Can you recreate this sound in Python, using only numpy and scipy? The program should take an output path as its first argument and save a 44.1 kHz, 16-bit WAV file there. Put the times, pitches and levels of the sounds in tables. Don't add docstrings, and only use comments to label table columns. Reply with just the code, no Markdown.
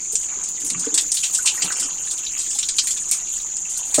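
import sys
import numpy as np
from scipy import signal
from scipy.fft import rfft, irfft
from scipy.io import wavfile

SR = 44100
rng = np.random.default_rng(int(sys.argv[2]) if len(sys.argv) > 2 else 0)


def waveform_to_disk(signal):
    frames = np.transpose(np.atleast_2d(signal))
    scaled = np.clip(frames, -1, 1) * 32767
    samples = np.round(scaled).astype(np.int16)
    wavfile.write(sys.argv[1], SR, samples)


N = 176400


def dollops():
    # start in seconds, relative slap and spray levels in dB, rise and decay in seconds,
    # low edge of the slap in Hz, treble gain in dB.
    splashes = [(0.118, -43, -26.5, 0.0054, 0.018, 2500, 8), (0.138, -43, -35, 0.003, 0.018, 2500, 18),
                (0.153, -31.5, -14, 0.0012, 0.0087, 2520, -18), (0.227, -39, -33.5, 0.005, 0.01, 2400, 5),
                (0.435, -36.5, -28, 0.001, 0.027, 2500, -3), (0.486, -43, -35, 0.001, 0.019, 2520, 12),
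                (0.6, -39, -32, 0.001, 0.02, 2500, 8), (0.644, -41, -28, 0.004, 0.012, 2500, 14),
                (0.663, -44, -25.5, 0.0026, 0.017, 2500, 8), (0.7, -25.5, -21, 0.0013, 0.01, 2130, -1),
                (0.794, -41, -22.5, 0.00084, 0.02, 2500, -6), (0.849, -43, -30, 0.0036, 0.013, 2500, -4),
                (0.941, -26.5, -13, 0.00064, 0.015, 2200, -4.5),
                (0.975, -16, -15.5, 0.0025, 0.018, 2370, -3), (1.008, -50, -21, 0.0032, 0.0085, 2500, 4),
                (1.117, -27.5, -13, 0.0011, 0.0085, 2430, -6),
                (1.135, -32.5, -20.5, 0.01, 0.037, 2700, 5.5),
                (1.168, -26.5, -26.5, 0.0012, 0.022, 2960, -10), (1.229, -24, -21, 0.0096, 0.025, 2680, -8),
                (1.326, -35, -23, 0.014, 0.017, 2700, -1), (1.347, -25.5, -15.5, 0.0024, 0.012, 2600, -7),
                (1.372, -44, -22.5, 0.0043, 0.021, 2700, -5), (1.456, -20, -15.5, 0.0038, 0.023, 2300, -8),
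                (1.471, -17, -22, 0.0012, 0.016, 2030, -4), (1.619, -21, -17, 0.0023, 0.011, 1590, -20),
                (1.642, -36, -24.5, 0.0031, 0.012, 2000, 5), (1.72, -34, -19.5, 0.003, 0.0095, 1700, -15),
                (1.797, -31, -20, 0.001, 0.023, 2800, -3), (2.109, -34, -21, 0.0023, 0.011, 2500, -3),
                (2.175, -36.5, -30, 0.0034, 0.0082, 2500, 5), (2.386, -34, -25, 0.0034, 0.053, 2550, -4),
                (2.505, -50, -25, 0.00092, 0.04, 2510, -25), (2.544, -36.5, -33.5, 0.0043, 0.049, 2600, 14),
                (2.586, -27, -18, 0.0012, 0.015, 2430, -17), (2.627, -24, -31, 0.00093, 0.016, 2800, -6),
                (2.686, -22.5, -19.5, 0.002, 0.014, 2920, -7), (2.764, -40, -29.5, 0.003, 0.019, 2300, 5),
                (2.783, -12, -19, 0.0013, 0.012, 2530, 0), (2.834, -41, -29, 0.002, 0.046, 2500, 6),
                (2.87, -25.5, -20.5, 0.00042, 0.019, 1860, 6),
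                (2.906, -30.5, -19.5, 0.0027, 0.012, 2100, -3), (2.963, -32.5, -31, 0.011, 0.017, 2400, 4),
                (3.089, -40, -26, 0.001, 0.0079, 2500, 0), (3.112, -32, -13, 0.00091, 0.002, 2300, 4),
                (3.116, -26.5, -17, 0.001, 0.029, 1970, -3), (3.567, -46, -23, 0.00082, 0.009, 2500, -16),
                (3.695, -42, -30.5, 0.00097, 0.059, 2480, 1), (3.772, -49, -23, 0.0025, 0.016, 2500, 6.5),
                (3.942, -21.5, -13.5, 0.00092, 0.026, 1690, 1), (3.985, -29, -20, 0.0074, 0.005, 1700, -4)]
    out = np.zeros(N)
    for start, *settings in splashes:
        add(out, start, splash(*settings))
    return out


def splash(slap_db, spray_db, rise, decay, edge_hz, fizz_db, fizz_hz=9100, ripple_db=3.5):
    # frequency in Hz, relative level in dB.
    slap_spectrum = [(300, -36), (900, -10.5), (2500, -1), (4500, 1), (6000, 1), (7500, 2), (9500, -33),
                     (16000, -39)]
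    spray_spectrum = [(1000, -31.5), (3000, -38), (5200, -9), (6500, -5.5), (7500, 2.5), (8600, 2),
                      (10000, -13), (12500, -23), (14500, -27), (16000, -29)]
    t = np.arange(8192) / SR
    hz = np.fft.rfftfreq(len(t), 1 / SR)
    low_shelf_db = -9.5 / (1 + (hz / edge_hz) ** 14)
    high_shelf_db = fizz_db * (1 - 1 / (1 + (hz / fizz_hz) ** 20))

    def impacts(spectrum, shelf_db):
        clicks = drops(len(t), per_s=20000, spread_db=2.1)
        return colour(clicks, spectrum, shelf_db + ripple_db * wander(len(hz), 60))

    slap = impacts(slap_spectrum, low_shelf_db + high_shelf_db)
    spray = impacts(spray_spectrum, high_shelf_db)
    slap *= burst(t, rise + 0.0018, decay)
    spray *= burst(t, rise, decay, hold=0.002)
    return amp(slap_db + 2) * slap + amp(spray_db + 1.48) * spray


def air_pockets(rise=0.0043):
    # start in seconds, relative level in dB, pitch in Hz, decay in seconds.
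    pockets = [(0.978, -34, 2730, 0.011), (1.168, -22.5, 3900, 0.016), (1.228, -28.5, 2800, 0.033),
               (1.238, -26, 3640, 0.016), (1.349, -31, 3050, 0.016), (1.471, -20, 2840, 0.025),
               (1.474, -22, 3920, 0.018), (1.621, -25, 2940, 0.019), (1.822, -31, 3000, .028),
               (2.786, -22, 2900, 0.0077), (2.788, -14, 5100, 0.015)]
    out, t = np.zeros(N), np.arange(8192) / SR
    for start, db, hz, decay in pockets:
        add(out, start, amp(db) * tick(hz, width=0.14, decay=decay) * np.minimum(t / rise, 1))
    return out


def trickle():
    # time in seconds, relative levels of the patter and of the mist in dB.
    flow = [(0, -39, -36.5), (.1, -48.5, -42), (.2, -42.5, -29), (.33, -43, -47), (.56, -42.5, -43),
            (.68, -39.5, -26.5), (.9, -37, -42), (1.08, -42, -36.5), (1.3, -44.5, -26.5), (1.7, -32.5, -30),
            (1.85, -33, -28), (1.91, -40, -43), (2.0, -40.5, -28.5), (2.35, -38, -34.5), (2.56, -40, -30),
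            (2.73, -40, -35), (2.98, -40, -28.5), (3.24, -43.5, -42), (3.35, -38.5, -29.5),
            (3.54, -44.5, -49), (3.66, -46.5, -40), (3.8, -41, -31.5), (4, -47, -35)]
    # time in seconds, relative level in dB.
    fizz_levels = [(0, -59), (.1, -62), (.2, -50), (.28, -67), (.42, -64), (.52, -56), (.88, -63),
                   (1.08, -48), (1.2, -46), (1.4, -40), (1.65, -44), (1.83, -49), (1.91, -58), (2.0, -47.5),
                   (2.3, -52.5), (2.43, -44.5), (2.68, -55), (2.95, -50), (3.1, -45), (3.25, -57),
                   (3.33, -46), (3.53, -60), (3.62, -54), (3.8, -57), (4, -34)]
    # frequency in Hz, relative level in dB.
    patter_spectrum = [(600, -9), (1500, -6), (2700, 1.5), (4200, -1.5), (5400, 1.5), (7000, 0),
                       (9500, -26), (16000, -40)]
    mist_spectrum = [(3000, 14), (5200, -18), (6500, -5.5), (7500, 0.5), (8700, -0.5), (9600, -14),
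                     (11000, -29), (16000, -40)]
    fizz_spectrum = [(8000, -3), (10000, -1), (12000, -1.5), (13000, -9), (16000, -2.5)]
    coarse = colour(patter(low_hz=1123, high_hz=7100, per_s=210, bands=36), patter_spectrum)
    mist = colour(patter(low_hz=5130, high_hz=9600, per_s=280, bands=18), mist_spectrum)
    fizz = colour(patter(low_hz=9200, high_hz=15200, per_s=170, bands=14), fizz_spectrum)
    out = amp(-3) * level(flow) * coarse
    out += amp(-2) * level(flow, column=2) * mist
    return out + amp(-0.5) * level(fizz_levels) * fizz


def patter(low_hz, high_hz, per_s, bands):
    out = np.zeros(N)
    for hz in np.geomspace(low_hz, high_hz, bands):
        drop = np.sqrt(hz) * tick(hz, width=0.14, decay=0.01)
        out += scatter(drop, per_s / bands, spread_db=3)
    return out


def bubbles(per_s=1600, glide_per_s=1.6, roughness=0.55):
    # time in seconds, relative level in dB.
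    gurgle_levels = [(0, -62), (.19, -59.5), (.3, -44), (.45, -47), (.56, -62), (.7, -56), (.85, -42.5),
                     (1.1, -61), (1.33, -49), (1.5, -43), (1.66, -37.5), (1.8, -44), (2.0, -49.5),
                     (2.7, -59), (3.15, -48), (3.6, -56), (4, -41.5)]
    # frequency in Hz, relative level in dB.
    gurgle_spectrum = [(300, -17), (600, -7), (1000, 4), (1800, 0), (2800, 8), (5000, -39)]
    # start in seconds, relative level in dB, pitch in Hz.
    plinks = [(.236, -33, 2950), (0.316, -33, 2070), (.32, -40, 1130), (.745, -31.5, 1160),
              (0.748, -27, 2555), (1.388, -28, 1463), (1.447, -28, 1043), (1.576, -27.5, 1875),
              (1.702, -21.5, 1605), (1.722, -31.5, 1150), (1.915, -35.5, 997), (1.925, -34.5, 4080),
              (2.105, -26, 4320), (2.229, -31.5, 2650), (2.265, -21, 3920), (2.307, -37, 2120),
              (2.333, -31, 2600), (2.351, -32, 2570), (2.413, -35, 3940), (2.548, -29, 3800),
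              (2.554, -36, 830), (2.629, -18.5, 3650), (3.4, -31.5, 3810), (3.448, -37.5, 1080),
              (3.652, -32, 2590), (3.764, -29.5, 4200), (3.793, -31, 945), (3.83, -35, 3590)]
    crowd = np.zeros(N)
    pitches = np.geomspace(420, 4000, 40)
    for hz in pitches:
        bubble = ring(hz, rise=1 / hz, decay=3 / hz, glide_per_s=glide_per_s)
        crowd += scatter(bubble, per_s / len(pitches), spread_db=4.5)
    out = amp(-1.5) * level(gurgle_levels) * colour(crowd, gurgle_spectrum)
    for start, db, hz in plinks:
        tone = ring(hz, rise=0.001, decay=0.012, glide_per_s=glide_per_s)
        splatter = tick(hz, width=0.18, decay=0.01)
        add(out, start, amp(db) * ((1 - roughness) * tone + roughness * splatter))
    return echoes(out, t60=0.027, wet_db=-7)


def jug(rise=0.0089):
    # time in seconds, level in dB.
    slosh_levels = [(0, -57), (.3, -55.5), (.5, -52.5), (.8, -50), (1.0, -47.5), (1.15, -62), (1.4, -55),
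                    (1.6, -52), (1.65, -39), (1.71, -49.5), (1.95, -53), (2.1, -55), (3.85, -57.5),
                    (4, -49)]
    # frequency in Hz, relative level in dB.
    slosh_spectrum = [(60, -38), (120, -16), (170, 2), (270, 2), (450, 0), (620, -10), (850, -2),
                      (1300, -10), (2500, -24)]
    # start in seconds, lower pitch in Hz, its relative level in dB, upper pitch in Hz,
    # its relative level in dB, decay in seconds.
    gulps = [(0.128, 286, -51, 430, -34, 0.0087), (0.365, 247, -42.5, 388, -39, .012),
             (0.631, 274, -39, 417, -47, 0.036), (0.709, 230.5, -36.5, 307, -52, 0.042),
             (.752, 165, -32.5, 258, -36.5, 0.026), (0.819, 233, -39, 440, -62, .02),
             (0.865, 271, -24, 440, -21.5, 0.0093), (.924, 297, -32.5, 423, -38, 0.018),
             (1.02, 273, -46, 436, -50, 0.04), (1.639, 178, -31, 380, -35, 0.011),
             (1.805, 254, -39.5, 422, -56, 0.032), (1.849, 256, -36, 347, -53, 0.011)]
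    out = level(slosh_levels) * colour(drops(N, per_s=500, spread_db=0), slosh_spectrum)
    t = np.arange(8192) / SR
    for start, low_hz, low_db, high_hz, high_db, decay in gulps:
        for hz, db in (low_hz, low_db), (high_hz, high_db):
            tone = ring(hz, rise, decay, glide_per_s=2.46)
            churn = tick(hz, width=0.45, decay=decay) * np.minimum(t / rise, 1)
            add(out, start, amp(db) * (tone + amp(-5.5) * churn))
    return out


def thump(start=3.9803, rise=0.003, decay=0.049):
    # frequency in Hz, peak level in dB.
    modes = [(265, -15), (455, -18), (595, -15), (1270, -31.5)]
    # frequency in Hz, relative level in dB.
    body_spectrum = [(60, -24), (150, 1), (250, 2), (400, 0), (600, 8.5), (780, -4), (1000, -16),
                     (1400, -10), (2200, -35)]
    out, t = np.zeros(N), np.arange(8192) / SR
    envelope = np.minimum(t / rise, 1) * np.exp(-t / decay)
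    body = colour(rng.standard_normal(len(t)), body_spectrum) * envelope
    tones = sum(amp(db) * ring(hz, rise, decay) for hz, db in modes)
    add(out, start, amp(-16) * body + tones)
    return out


def near_crickets(rise=0.00076, decay=0.001, sweep_hz_per_s=-50000, flutter_db=4):
    # pitch in Hz, wing strokes per second, level in dB.
    crickets = [(7080, 69.3, -31.5), (6830, 90, -38), (6455, 64.4, -36)]
    out, t = np.zeros(N), np.arange(1024) / SR
    envelope = (1 - np.exp(-t / rise)) * np.exp(-t / decay)
    for hz, per_s, db in crickets:
        stroke_rate = per_s * (1 + 0.008 * wander(N, 9000))
        strokes = np.diff(np.floor(np.cumsum(stroke_rate) / SR), prepend=0)
        strokes *= amp(flutter_db * np.tanh(wander(N, 700)))
        wing = envelope * np.sin(2 * np.pi * t * (hz + sweep_hz_per_s * (t / 2 - decay)))
        buzz = signal.oaconvolve(strokes, wing)[:N]
        out += amp(db) * unit(echoes(buzz, t60=0.25, wet_db=1.5))
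    return out


def far_crickets(trill_hz=6993, waver_hz=7, flutter_db=4):
    # frequency in Hz, relative level in dB.
    chorus_spectrum = [(4500, -29.5), (5600, -49), (5900, -3), (6200, -15), (6400, 1.5), (7000, 1.5),
                       (7250, 2), (7500, -12), (8300, -22), (10000, -40)]
    chorus = colour(rng.standard_normal(N), chorus_spectrum)
    pitch = trill_hz + waver_hz * wander(N, 1485)
    trill = np.sin(2 * np.pi * np.cumsum(pitch) / SR) * amp(flutter_db * wander(N, 2520))
    return amp(-30.7) * chorus + amp(-38.5) * unit(trill)


def evening_air():
    # frequency in Hz, relative level in dB.
    air_spectrum = [(25, 3), (55, -4), (100, -11.5), (200, -9), (400, -17.5), (700, -25.5), (1500, -29),
                    (3000, -19), (5500, -28.5), (9000, -45)]
    return amp(-51.5) * colour(rng.standard_normal(N), air_spectrum)


def ring(hz, rise, decay, glide_per_s=0):
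    t = np.arange(8192) / SR
    return burst(t, rise, decay) * np.sin(2 * np.pi * hz * t * (1 + glide_per_s * t / 2))


def tick(hz, width, decay):
    t = np.arange(8192) / SR
    band = 1 / (1 + ((np.fft.rfftfreq(len(t), 1 / SR) / hz - 1) / width) ** 4)
    rustle = unit(irfft(rfft(rng.standard_normal(len(t))) * band))
    return rustle * np.minimum(t * hz / 2, 1) * np.exp(-t / decay)


def burst(t, rise, decay, hold=0):
    return np.minimum(t / max(rise, 1e-4), 1) * np.exp(-np.maximum(t - rise - hold, 0) / decay)


def drops(count, per_s, spread_db):
    chance = rng.random(count) * SR / per_s
    at, out = np.flatnonzero(chance < 1), np.zeros(count)
    sign = 1 - 2 * (at % 2)
    out[at] = sign * amp(spread_db * np.minimum(-np.log(chance[at] + 1e-9), 4))
    return out


def scatter(sound, per_s, spread_db):
    out, hits = np.zeros(N), drops(N, per_s, spread_db)
    for at in np.flatnonzero(hits):
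        add(out, at / SR, hits[at] * sound[:3072])
    return out


def echoes(x, t60, wet_db):
    t = np.arange(SR // 2) / SR
    tail = drops(len(t), per_s=2500, spread_db=1) * amp(-60 * t / t60) * (t > .002)
    wet = signal.fftconvolve(x, tail / np.linalg.norm(tail))[:N]
    return (x + amp(wet_db) * wet) / np.sqrt(1 + amp(2 * wet_db))


def colour(x, spectrum, extra_db=0):
    knots_hz, db = np.transpose(spectrum)
    hz = np.fft.rfftfreq(len(x), 1 / SR)
    shape_db = np.interp(np.log(hz + 1), np.log(knots_hz), db) + extra_db
    skirts = 1 / np.sqrt((1 + (knots_hz[0] / 2 / (hz + 1)) ** 4) * (1 + (hz / knots_hz[-1] / 2) ** 4))
    return unit(irfft(rfft(x) * amp(shape_db) * skirts, len(x)))


def level(rows, column=1):
    rows = np.array(rows)
    return amp(np.interp(np.arange(N) / SR, rows[:, 0], rows[:, column]))


def wander(count, step):
    knots = rng.standard_normal(1024)
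    return np.interp(np.arange(count) / step, np.arange(len(knots)), knots)


def add(mix, start, sound):
    part = mix[max(round(start * SR), 0):][:len(sound)]
    part += sound[:len(part)]


def amp(db):
    return 10 ** (np.asarray(db) / 20)


def unit(x):
    return x / np.sqrt(np.mean(x ** 2) + 1e-20)


def scene():
    water = dollops() + air_pockets() + trickle() + bubbles() + jug()
    water = echoes(water, t60=0.057, wet_db=-8.5)
    return (water + thump() + near_crickets() + far_crickets() + evening_air())[None]


def record(dry):
    low_pass = signal.firwin(511, 15850, window=("kaiser", 8), fs=SR)
    return signal.oaconvolve(dry, low_pass[None], "same")


dry = scene()
out = record(dry)
waveform_to_disk(out)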